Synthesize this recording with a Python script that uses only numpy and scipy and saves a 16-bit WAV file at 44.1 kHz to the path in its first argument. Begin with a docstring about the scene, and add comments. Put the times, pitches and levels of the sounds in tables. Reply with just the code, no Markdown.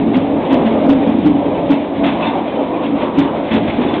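"""A rolling train, heard inside the end of a carriage, above the coupling.
Wheels shake the hollow body and roar on the rails; panels drone and moan. Wheel and coupling
knocks make the body boom and loose steel fittings clatter. The coupling scrapes now and then.
The recorder is dull and clips the heaviest booms."""
import sys
import numpy as np
from scipy import signal
from scipy.fft import rfft, irfft
from scipy.io import wavfile
from scipy.ndimage import uniform_filter1d

SR = 44100
rng = np.random.default_rng(int(sys.argv[2]) if len(sys.argv) > 2 else 0)


def wrap_up_sound(samples):
    """Save the sound to the file named by the first command line argument, as 16-bit audio."""
    columns = np.atleast_2d(samples).T
    # keep every value between -1 and 1, then stretch to whole-number steps
    tamed = np.clip(columns, -1, 1)
    steps = np.round(tamed * 32767).astype(np.int16)
    wavfile.write(sys.argv[1], SR, steps)


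N = 176400

# rolling noise: t/s, floor rumble/dB, body boom/dB, panel drone/dB, rail roar/dB
ROLLING_LEVELS = [(0, -27, -17.5, -23.5, -25), (0.379, -29, -16.5, -21, -24.5), (.6, -26, -17, -20, -23.5),
                  (.8, -31, -18, -21.5, -22.5), (0.998, -29, -16, -18.5, -23), (1.201, -28, -16, -29, -25),
                  (1.5, -26.5, -18, -20, -22.5), (1.65, -28, -18.5, -19.5, -26.5),
                  (1.88, -32.5, -22, -24.5, -24), (2.049, -27, -19, -22, -20),
                  (2.3, -33, -17.5, -27, -19.5), (2.5, -35.5, -22, -20.5, -24.5),
                  (3.0, -31.5, -19.5, -29, -21), (3.419, -29.5, -23, -24.5, -23),
                  (3.6, -24.5, -22.5, -21, -24.5), (4, -29, -18.5, -30, -19)]
# floor rumble: f/Hz, relative level/dB
RUMBLE_SPECTRUM = [(15, -29.5), (30, -20), (50, -8.5), (70, -4), (100, -.5), (140, 0), (190, 6),
                   (260, -7.5), (500, -34.5)]
# rail roar: f/Hz, relative level/dB
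ROAR_SPECTRUM = [(150, -32.5), (330, 1.5), (450, -8), (560, -1), (750, -3.5), (980, -5), (1150, -11.5),
                 (1400, -22), (2500, -37)]
# rail hiss: f/Hz, relative level/dB
HISS_SPECTRUM = [(600, -18), (1200, -5), (1600, -0.5), (2300, 4), (2700, -0.5), (3000, -1.5), (3600, 0),
                 (4500, -8.5)]
# steel contacts: f/Hz, relative level/dB
CLATTER_SPECTRUM = [(200, -5), (500, 12), (900, 9.5), (1400, 0.5), (2300, 0.5), (3000, 2.5), (3600, -2),
                    (4500, -8.5)]
# carriage body resonances: f/Hz, width/Hz, relative level/dB
BODY_MODES = [(186, 26, -11), (229, 10, -3), (277.4, 22, 1), (304.4, 5.3, -6), (327, 7.3, -11),
              (400, 26, -15.5), (255.3, 7.3, -7.5)]
# wall and floor panel resonances: f/Hz, width/Hz, relative level/dB
PANEL_MODES = [(412, 46, -2.5), (500.8, 9.8, -1.5), (537, 23, -3), (565.5, 8.4, -4.5), (609, 31, 0),
               (687.4, 23, -2.5), (780, 14, -8), (880, 46, -11)]
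# steel fitting resonances: f/Hz, width/Hz, relative level/dB
STEEL_MODES = [(915, 180, 6), (1514, 110, -5), (1880, 430, -6), (2290, 680, -6), (2620, 30, -2),
               (3430, 250, -4)]
# wheel and coupling knocks: t/s, thud f/Hz, push/dB, clatter/dB, clatter decay/s
KNOCK_EVENTS = [(0.129, 271.3, -19.5, -25, 0.032), (0.149, 263, -8.5, -37, .04),
                (.492, 273.3, -14.5, -25.5, 0.11), (0.516, 249, -8.5, -46.5, 0.033),
                (.652, 227, -10.5, -28, 0.045), (0.709, 224.4, -11.5, -52, .03), (.84, 273, -7, -37, 0.027),
                (.885, 276, -7.5, -28, 0.051), (.92, 267, -12, -46.5, .03), (1.061, 227, -10, -33.5, 0.035),
                (1.135, 257.6, -14, -52, .03), (1.244, 300.3, -4.5, -27.5, 0.028),
                (1.691, 279.5, -6, -24, 0.056), (2.03, 281.7, -16, -20, .055), (2.07, 280, -15, -30, .04),
                (2.582, 284.8, -14, -38, 0.052), (2.824, 274, -34, -29, 0.047),
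                (2.917, 280.8, -15, -50.5, 0.048), (3.003, 273, -24, -27, 0.044),
                (3.17, 280, -4.5, -23, 0.058), (3.503, 226, -12, -22, .05), (3.535, 225, -13, -27, .04),
                (3.667, 221, -27, -26.5, .07), (3.779, 246.6, -11, -38, .04),
                (3.804, 285, -18.5, -28, 0.04), (3.924, 302.4, -20.5, -25, 0.046)]
# clear clinks of fittings: t/s, f/Hz, peak level/dB
CLEAR_CLINKS = [(.148, 2640, -34), (1.728, 2630, -31), (2.222, 2610, -20), (2.262, 3600, -23),
                (2.735, 2440, -31.5), (3.548, 3426, -24.5), (3.698, 2190, -30), (3.88, 3480, -29.5)]
# panel moans: centre t/s, sigma/s, f/Hz, level/dB
PANEL_MOANS = [(0.562, 0.041, 562, -21), (0.824, 0.019, 607, -15), (1.009, .03, 780, -22),
               (1.5, 0.045, 497, -22.5), (2.038, 0.033, 667, -18), (2.287, 0.019, 905, -21.5)]
# steel rubbing in the coupling: centre t/s, sigma/s, level/dB
COUPLING_SCRAPES = [(2.26, 0.047, -24.5), (3.563, 0.039, -41.5), (3.712, 0.036, -36.5), (3.903, 0.053, -31)]

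ROAR_EDGES_HZ = [120, 450, 650, 880, 1150, 3000]
SWELL_RATE_HZ = 9


def undb(db):
    """Decibels to gain."""
    return 10 ** (np.asarray(db) / 20)


def unit(x):
    """Scale to rms 1."""
    return x / np.sqrt(np.mean(x ** 2) + 1e-18)


def noise():
    """White noise."""
    return rng.standard_normal(N)


def flutter(depth_db, rate_hz):
    """Random gain: held steps, smoothed twice; depth is rms."""
    hold = int(SR / rate_hz)
    steps = noise()[np.arange(N) // hold]
    smooth = uniform_filter1d(uniform_filter1d(steps, hold), hold)
    return undb(depth_db * unit(smooth))


def colour(x, spectrum):
    """Shape x by a spectrum table; rms 1."""
    hz, db = np.array(spectrum).T
    f_hz = np.arange(N // 2 + 1) * SR / N
    gain = undb(np.interp(np.log(f_hz + 1), np.log(hz), db))
    return unit(irfft(rfft(x) * gain, N))


def resonate(x, modes):
    """Drive parallel resonances with x; rms 1."""
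    s = 1j * np.arange(N // 2 + 1) * SR / N
    response = sum(undb(db) * s * width_hz / (s * s + s * width_hz + hz * hz)
                   for hz, width_hz, db in modes)
    return unit(irfft(rfft(x) * response, N))


def ringing(modes, low_hz, high_hz):
    """Resonances shaken by band-limited noise."""
    band = signal.butter(2, [low_hz, high_hz], "bandpass", fs=SR, output="sos")
    return resonate(signal.sosfilt(band, noise()), modes)


def blow(age_s, rise_s, decay_s):
    """Envelope: linear rise, exponential decay."""
    return np.clip(age_s / rise_s, 0, 1) * np.exp(-np.maximum(age_s - rise_s, 0) / decay_s)


def swell(t, centre_s, sigma_s):
    """Gaussian envelope."""
    return np.exp(-((t - centre_s) / sigma_s) ** 2 / 2)


def rail_roar():
    """Wheels roar on the rails; each band waxes and wanes on its own."""
    spectrum = rfft(colour(noise(), ROAR_SPECTRUM))
    f_hz = np.arange(N // 2 + 1) * SR / N
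    bands = [irfft(spectrum * (f_hz >= low_hz) * (f_hz < high_hz), N)
             for low_hz, high_hz in zip(ROAR_EDGES_HZ, ROAR_EDGES_HZ[1:])]
    return unit(sum(band * flutter(1.6, SWELL_RATE_HZ) for band in bands))


def panel_drone():
    """Each panel drones at its own pitch and swells on its own."""
    drone = np.zeros(N)
    for hz, width_hz, db in PANEL_MODES:
        gain = undb(db) * flutter(2, SWELL_RATE_HZ)
        drone += gain * ringing([(hz, width_hz, 0)], low_hz=hz * 0.74, high_hz=hz * 1.256)
    return unit(drone)


def rolling(t):
    """Wheels shake floor, hollow body and panels; the rails roar and hiss."""
    times_s, *levels_db = np.array(ROLLING_LEVELS).T
    rumble_gain, boom_gain, drone_gain, roar_gain = (undb(np.interp(t, times_s, db)) for db in levels_db)
    rumble = rumble_gain * colour(noise(), RUMBLE_SPECTRUM)
    boom = boom_gain * ringing(BODY_MODES, low_hz=171, high_hz=460)
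    roar = roar_gain * rail_roar()
    drone = drone_gain * panel_drone()
    hiss = undb(-35) * colour(noise(), HISS_SPECTRUM)
    return ((rumble + boom) * flutter(depth_db=1.08, rate_hz=16)
            + (roar + drone) * flutter(depth_db=1.46, rate_hz=20)
            + hiss * flutter(depth_db=2.07, rate_hz=28))


def loose_steel(ring_db=-5.5):
    """Dense small contacts between steel parts; some ring."""
    contacts = noise() * flutter(depth_db=1.5, rate_hz=260)
    return colour(contacts, CLATTER_SPECTRUM) + undb(ring_db) * resonate(contacts, STEEL_MODES)


def chatter(t, jolts_per_s=21, level_db=-43):
    """Small random jolts keep the fittings chattering."""
    jolts = (rng.random(N) < jolts_per_s / SR) * rng.uniform(0.62, 1, N)
    envelope = signal.fftconvolve(jolts, blow(t, rise_s=0.0025, decay_s=0.024))[:N]
    return undb(level_db) * unit(envelope) * loose_steel()


def clinks(t, faint_per_s=30, faint_hz=(1294, 3330), faint_db=(-40, -37)):
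    """Single fittings ring briefly: a few clearly, many faintly at random."""
    faint = [(rng.uniform(0, N / SR), rng.uniform(*faint_hz), rng.uniform(*faint_db))
             for _ in range(int(faint_per_s * N / SR))]
    age_s = t[:SR // 10]
    envelope = blow(age_s, rise_s=0.007, decay_s=0.014)
    out = np.zeros(N)
    for start_s, hz, db in CLEAR_CLINKS + faint:
        ring = undb(db) * envelope * np.sin(2 * np.pi * hz * age_s)
        i = int(start_s * SR)
        out[i:i + len(ring)] += ring[:N - i]
    return out


def knocks(t, thud_db=2.5, shudder_db=-6, thump_db=-17):
    """Each knock swings one low body mode, shakes the others and rattles the fittings."""
    thud, shake, rattle = np.zeros((3, N))
    for start_s, hz, push_db, clatter_db, clatter_decay_s in KNOCK_EVENTS:
        age_s = t - start_s
        push = undb(push_db) * blow(age_s, rise_s=0.013, decay_s=0.04)
        thud += push * np.sin(2 * np.pi * hz * age_s)
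        shake += push
        rattle += undb(clatter_db) * blow(age_s, rise_s=0.015, decay_s=clatter_decay_s)
    shudder = undb(shudder_db) * ringing(BODY_MODES, low_hz=139, high_hz=397)
    thump = undb(thump_db) * colour(noise(), RUMBLE_SPECTRUM)
    return undb(thud_db) * thud + shake * (shudder + thump) + rattle * loose_steel()


def moans(t):
    """One panel at a time swells above the rest and dies back."""
    return sum(undb(db) * swell(t, centre_s, sigma_s) * np.sin(2 * np.pi * hz * t)
               for centre_s, sigma_s, hz, db in PANEL_MOANS)


def scrapes(t):
    """The coupling rubs; its steel sings briefly."""
    envelope = sum(undb(db) * swell(t, centre_s, sigma_s) for centre_s, sigma_s, db in COUPLING_SCRAPES)
    return envelope * ringing(STEEL_MODES, low_hz=700, high_hz=4500)


def scene():
    """All carriage sounds, mono."""
    t = np.arange(N) / SR
    mix = rolling(t) + knocks(t) + moans(t) + chatter(t) + clinks(t) + scrapes(t)
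    return mix[None]


def record(dry, rolloff_hz=3762, cut_hz=4450, top_hz=15900, clip_level=0.715, hardness=24):
    """Recorder: treble roll-off, steep cut, peak clipping, final low-pass."""
    dull = signal.sosfilt(signal.butter(14, rolloff_hz, fs=SR, output="sos"), dry)
    dull = signal.sosfilt(signal.ellip(8, 0.3, 70, cut_hz, fs=SR, output="sos"), dull)
    clipped = dull / (0.5 + np.abs(dull / clip_level) ** hardness) ** (1 / hardness)
    return signal.sosfilt(signal.ellip(8, 0.2, 70, top_hz, fs=SR, output="sos"), clipped)


dry = scene()
out = record(dry)
wrap_up_sound(out)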